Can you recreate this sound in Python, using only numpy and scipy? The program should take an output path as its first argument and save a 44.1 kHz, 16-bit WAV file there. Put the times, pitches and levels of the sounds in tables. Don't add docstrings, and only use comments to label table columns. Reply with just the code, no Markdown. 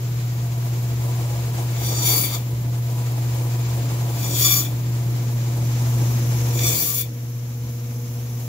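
import sys
import numpy as np
from scipy import signal
from scipy.fft import rfft, irfft, next_fast_len
from scipy.io import wavfile

SR = 44100
rng = np.random.default_rng(int(sys.argv[2]) if len(sys.argv) > 2 else 0)


def master(y):
    cut = np.clip(np.atleast_2d(y).T, -1, 1)
    pcm = np.round(cut * 32767)
    wavfile.write(sys.argv[1], SR, pcm.astype(np.int16))


N = 373950
TIME = np.arange(N) / SR
SIDES = np.array([[.5], [-.5]])
PORT_LAG_S = 0.0001987
LOAD_DB = -26
TREBLE_PAN_DB = (3.5, 10)

# (centre [Hz], width [Hz], lift [dB])
FRAME = [(73, 6, 13), (93, 6, 5), (159, 4.1, 11), (286, 12.3, 9), (309, 5.6, 12), (341, 12.3, 14.5),
         (462, 30, 4.5), (628, 22, -8), (685, 24.5, 7.5), (833, 17, 5.5), (982, 13.6, 8), (6720, 27, 11),
         (7470, 170, 7.5)]
# (time [s], level before each layer's share [dB])
NEARNESS = [(0, -1), (.1, -.3), (.85, 0), (1.1, 1.5), (1.27, -.5), (2.5, .3), (3.2, .5), (3.5, 1.5),
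            (4.45, -1.3), (4.9, 1.3), (5.45, 1), (6.02, 4.5), (6.71, 1), (6.85, -5.3), (8.48, -4.3)]
# (time [s], blade guide [dB], second hum partial [dB], fourth hum partial [dB],
# lift of the blade fizz [dB])
TURN = [(0, -63, -53, -60, 0), (4.6, -59, -53, -56, 0), (5.5, -49, -45, -48, -.5), (6, -43, -42, -50, 2),
        (6.6, -39, -41, -36, 5), (6.9, -51, -48, -42, 0), (7.4, -51, -47, -48, 0),
        (7.75, -50.5, -47, -43, .5), (8.48, -49, -47, -43.5, 2.5)]
# (deepest at [s], depth before each layer's share [dB],
# climb time constant [s], dip of the hum [dB], lift of the frame rumble [dB])
DIPS = [(0.02, 7, 1.45, 4, 1), (2.48, 6.5, 1.6, 5.5, 3), (4.82, 6, 2, 3, 6), (7.05, 10, 4.3, 9, 5)]


def from_db(db):
    return 10 ** (np.asarray(db) / 20)


def rms_one(x):
    return x / np.sqrt(np.mean(np.abs(x) ** 2) + 1e-20)


def in_time(rows):
    s, *columns = np.transpose(rows)
    return [np.interp(TIME, s, c) for c in columns]


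def through(rows, ends):
    return np.interp(TIME, [rows[0][0], rows[-1][0]], ends)


def at_hz(points, hz):
    points = np.array(points)
    return np.interp(np.log(hz), np.log(points[:, 0]), points[:, 1])


def drift(rate_hz, shape=(), size=N):
    r = np.exp(-2 * np.pi * rate_hz * 8 / SR)
    noise = rng.standard_normal(shape + (size // 8 + 4001,))
    slow = signal.lfilter([1], [1, -2 * r, r * r], noise)[..., 4000:]
    return np.repeat(rms_one(slow), 8, axis=-1)[..., :size]


def rise_and_die(peak_s, rise_s, fall_s):
    since = TIME - peak_s
    return np.where(since < 0, np.clip(1 + since / rise_s, 0, 1), np.exp(-np.maximum(since, 0) / fall_s))


def layer_level(level_db, near_share, dip_share):
    near_db, = in_time(NEARNESS)
    dip_db = np.max([db * rise_and_die(s, .41, climb_s) for s, db, climb_s, *_ in DIPS], axis=0)
    return level_db + near_share * near_db - dip_share * dip_db


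def machine_noise(spectrum, modes, low_hz, high_hz):
    # (frequency [Hz], left-right correlation [-1 to 1])
    likeness = [(30, .6), (60, 0.97), (180, 0.87), (300, .85), (600, 0.71), (1200, 0.28), (5000, -0.085),
                (15000, 0.17)]
    # (frequency [Hz], left minus right [dB])
    noise_balance = [(60, 0), (180, 0.5), (550, 2.5), (1650, 2.0), (4970, 0.5), (15000, 4)]
    size = next_fast_len(N)
    hz = np.maximum(np.arange(size // 2 + 1) * SR / size, 1)
    colour = from_db(at_hz(spectrum, hz))
    for top_hz, width_hz, top_db in modes:
        colour = colour * (1 + (from_db(top_db) - 1) / (1 + (2 * (hz - top_hz) / width_hz) ** 2))
    in_band = (hz > low_hz) & (hz < high_hz)
    colour = colour / np.sqrt(2 * np.sum(colour[in_band] ** 2) / size)
    mid, side = rfft(rng.standard_normal((2, size))) * colour
    alike = np.clip(at_hz(likeness, hz), -1, 1)
    pair = np.sqrt((1 + alike) / 2) * mid + np.sqrt((1 - alike) / 2) * side * 2 * SIDES
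    balance = from_db(at_hz(noise_balance, hz) * SIDES)
    lead = np.exp(2j * np.pi * hz * PORT_LAG_S * SIDES)
    return irfft(pair * balance * lead, size)[:, :N]


def frame_rumble():
    # (frequency [Hz], relative level [dB per Hz])
    spectrum = [(15, -65), (25, -42), (64, -13), (87, -19), (118, -6.5), (147, -11.5), (179, -12),
                (343, -24), (403, -22.5), (600, -23), (780, -51), (1320, -120)]
    lead_s, rise_s, fall_s = 0.3, 0.88, 0.41
    shake_db = sum(db * rise_and_die(s - lead_s, rise_s, fall_s) for s, *_, db in DIPS)
    level_db = layer_level(-39.5, near_share=.8, dip_share=.21) + shake_db + 1.55 * drift(8.6)
    return from_db(level_db) * machine_noise(spectrum, FRAME, low_hz=128, high_hz=474)


def table_drone():
    # (frequency [Hz], relative level [dB per Hz])
    spectrum = [(300, -8), (450, -3), (700, -3), (1000, -5.5), (1200, -10.5), (1500, -18.5)]
    level_db = layer_level(-36.5, near_share=.27, dip_share=1.69) + 1.88 * drift(16.6)
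    return from_db(level_db) * machine_noise(spectrum, FRAME, low_hz=490, high_hz=1070)


def blade_hiss():
    # (frequency [Hz], relative level [dB per Hz])
    spectrum = [(650, -27.5), (1100, -4.5), (1470, -5.5), (1590, -5), (2040, -5.5), (2280, -3),
                (2750, -6.5), (3610, -7), (5260, -7), (7220, -6.5), (8500, -24), (11000, -51),
                (18700, -120)]
    level_db = layer_level(-48, near_share=.41, dip_share=1) + 1.21 * drift(13.3)
    return from_db(level_db) * machine_noise(spectrum, FRAME, low_hz=1376, high_hz=1876)


def blade_fizz():
    # (frequency [Hz], relative level [dB per Hz])
    spectrum = [(5000, -18.5), (8500, -17.5), (9040, -15), (10200, -5), (14500, 2.5), (15700, 0)]
    *_, lift_db = in_time(TURN)
    level_db = layer_level(-44, near_share=.14, dip_share=.48) + lift_db + 1.2 * drift(30.0)
    return from_db(level_db) * machine_noise(spectrum, [], low_hz=10000, high_hz=15300)


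def blade_guide():
    # (frequency [Hz], relative level [dB per Hz])
    spectrum = [(4500, -23), (5500, 1.5), (6600, 1.5), (7500, -11), (10500, -25), (11100, -1), (12200, -6),
                (13200, -25)]
    guide_db, *_ = in_time(TURN)
    return from_db(guide_db + 2.0 * drift(50.0)) * machine_noise(spectrum, [], low_hz=4500, high_hz=13000)


def motor_hum():
    # (multiple of the hum [count], wheel turns added [count], level against its partial [dB])
    lines = [(1, 0, 0.5), (1, 1, -18.5), (2, 0, 1), (2, -1, -4), (2, 1, -12), (3, 0, -29), (4, 0, -5.5),
             (5, 0, -38)]
    hum_hz, wheel_hz, balance_db = 119.97, 14.9, .5
    lead_s, fall_s, climb_s = 0.24, 0.11, 0.15
    near_db, = in_time(NEARNESS)
    _, second_db, fourth_db, _ = in_time(TURN)
    dip_db = sum(db * rise_and_die(s - lead_s, fall_s, climb_s) for s, *_, db, _ in DIPS)
    odd_db = -23 + near_db - dip_db
    levels = {2: second_db + 1.2 * drift(0.95), 4: fourth_db}
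    wander = 0.11 * drift(1.7)
    heard = TIME + .5 * PORT_LAG_S * SIDES
    out = 0
    for multiple, turns, db in lines:
        multiple, turns = round(multiple), round(turns)
        hz = multiple * hum_hz + turns * wheel_hz
        phase = 2 * np.pi * hz * heard + multiple * wander + rng.uniform(0, 2 * np.pi)
        gain = from_db(levels.get(multiple, odd_db) + db + balance_db * SIDES)
        out = out + gain * np.sin(phase)
    return np.sqrt(2) * out


def idle():
    return frame_rumble() + table_drone() + blade_hiss() + blade_fizz() + blade_guide() + motor_hum()


def touch():
    at_s, level_db, decay_s, band_hz = 6.591, -19, .005, (2000, 7000)
    since = TIME - at_s
    shape = from_db(level_db) * (since > 0) * np.exp(-np.abs(since) / decay_s)
    band = signal.butter(2, band_hz, "band", fs=SR, output="sos")
    return shape * signal.sosfilt(band, rng.standard_normal((2, N)))


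def rasp(rows):
    # (frequency [Hz], relative level [dB per Hz])
    spectrum = [(900, -32), (1500, -20), (2800, -15), (4000, -10), (5200, -11), (7200, -4), (8600, -18),
                (11000, -7), (12300, -3), (13300, -8), (14400, 0), (15800, -1)]
    bite_db, bright_db, _ = in_time(rows)
    level_db = -40 + .75 * (bite_db + bright_db - LOAD_DB)
    pan_db = 0.49 * through(rows, TREBLE_PAN_DB) * SIDES
    chips = machine_noise(spectrum, [], low_hz=12000, high_hz=12380) * from_db(1.25 * drift(130.0))
    return from_db(level_db + pan_db) * chips


def scattered(x):
    t60_s = .16
    t = np.arange(round(t60_s * SR)) / SR
    paths = rng.standard_normal((2, len(t))) * from_db(-60 * t / t60_s)
    return signal.fftconvolve(x[None], paths, axes=1)[:, :len(x)]


def song(rows, tilt_db, third_db):
    # (multiple of the tooth rate [count], relative level [dB])
    partials = [(1, 0), (2, -1), (3, 1), (4, -3.5), (5, -4), (6, 0), (7, -10), (8, -9), (9, -6.5),
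                (10, -3.5), (11, -4.5), (12, -3), (13, 0)]
    # (frequency [Hz], left minus right [dB])
    cut_balance = [(1000, 21), (2400, 1), (4400, 0.5), (7000, 2.5), (8500, -6)]
    teeth_hz, sag_hz, inertia_s = 1170, 12.5, .07
    rough_light, rough_loaded = 3.5, .9
    a, b = round(rows[0][0] * SR), round(rows[-1][0] * SR)
    bite_db, bright_db, low_db = [c[a:b] for c in in_time(rows)]
    tone_db = through(rows, (-25, -15.5))[a:b]
    pan_db = through(rows, TREBLE_PAN_DB)[a:b]

    hold = np.exp(-1 / (inertia_s * SR))
    push = from_db(bite_db + bright_db - LOAD_DB)
    load = np.tanh(signal.lfilter([1 - hold], [1, -hold], push))
    rate = teeth_hz - sag_hz * load
    late = .12 * drift(25.0, size=b - a) + .025 * drift(250.0, size=b - a)
    teeth = 2 * np.pi * np.cumsum(rate) / SR + late
    rough = rough_light + (rough_loaded - rough_light) * load
    uneven = drift(170.0, size=b - a)

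    groups = [0, 0, 0, 0]
    for multiple, db in partials:
        depth = rough * np.sqrt(min(multiple / 2.5, 1))
        bite = (1 + depth * uneven) / np.sqrt(1 + depth ** 2)
        line = np.array([rms_one(ear) for ear in scattered(bite * np.cos(multiple * teeth))])
        group = int(np.searchsorted([1.5, 3.5, 7.5], multiple))
        pan = pan_db if group == 3 else at_hz(cut_balance, multiple * np.mean(rate))
        swell_db = 2.2 * drift(6.0, size=b - a)
        colour_db = third_db * (multiple == 3) + tilt_db * np.log2(max(multiple, 4))
        groups[group] = groups[group] + line * from_db(db + colour_db + swell_db + pan * SIDES)
    tone_db = tone_db + 3.5 * drift(12.0, size=b - a)
    shares_db = tone_db, low_db, 0, bright_db
    out = np.zeros((2, N))
    out[:, a:b] = sum(from_db(bite_db + db) * rms_one(lines) for db, lines in zip(shares_db, groups))
    return out


def cuts():
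    # (time [s], bite as level of the middle song [dB], high song against it [dB],
    # low song against it [dB])
    passes = [
        [(1.72, -47, -3, 4), (1.87, -34, -1.5, -7), (1.98, -28.5, -11, -14), (2.07, -24, 3.5, -5),
         (2.2, -26.5, 5, -7), (2.25, -31, 5, -0.5), (2.31, -37, -0.5, -2), (2.35, -25.5, -9, -7.5),
         (2.4, -49, -2, 2), (2.45, -56, -2, 0)],
        [(4.08, -50, -4, -3), (4.21, -38.5, 0, -4), (4.34, -26, -7.5, -8), (4.4, -21.5, -1, -8),
         (4.46, -19, 0, -7), (4.52, -23.5, 2.5, -2), (4.6, -27, 2.5, -11), (4.66, -38, -1.5, 2.5),
         (4.69, -47.5, 0, -1), (4.74, -52, -2, -2)],
        [(6.5, -43, -1, -11), (6.6, -31.5, -4.5, -4), (6.68, -22, -2, -10.5), (6.72, -26.5, -1, -2),
         (6.76, -25, 1.5, -8), (6.86, -30.5, 7.5, -8.5), (6.94, -34.5, 7.5, -8), (7.015, -32.5, 7, -4),
         (7.04, -41.5, -3, 2), (7.12, -64, -2, 0)],
    ]
    # (tilt of the upper partials [dB per octave], lift of the third partial [dB])
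    colours = [(-2, 1), (-.1, 4), (5, -3)]
    fade_s = .043
    out = 0
    for rows, colour in zip(passes, colours):
        inside = np.clip(np.minimum(TIME - rows[0][0], rows[-1][0] - TIME) / fade_s, 0, 1)
        out = out + inside * (rasp(rows) + song(rows, *colour))
    return out


def scene():
    return idle() + touch() + cuts()


def record(dry):
    peak, cutoff_hz = 1.3, 15720
    rounded = peak * np.tanh(dry / peak)
    return signal.sosfilt(signal.ellip(13, .3, 75, cutoff_hz, fs=SR, output="sos"), rounded)


dry = scene()
out = record(dry)
master(out)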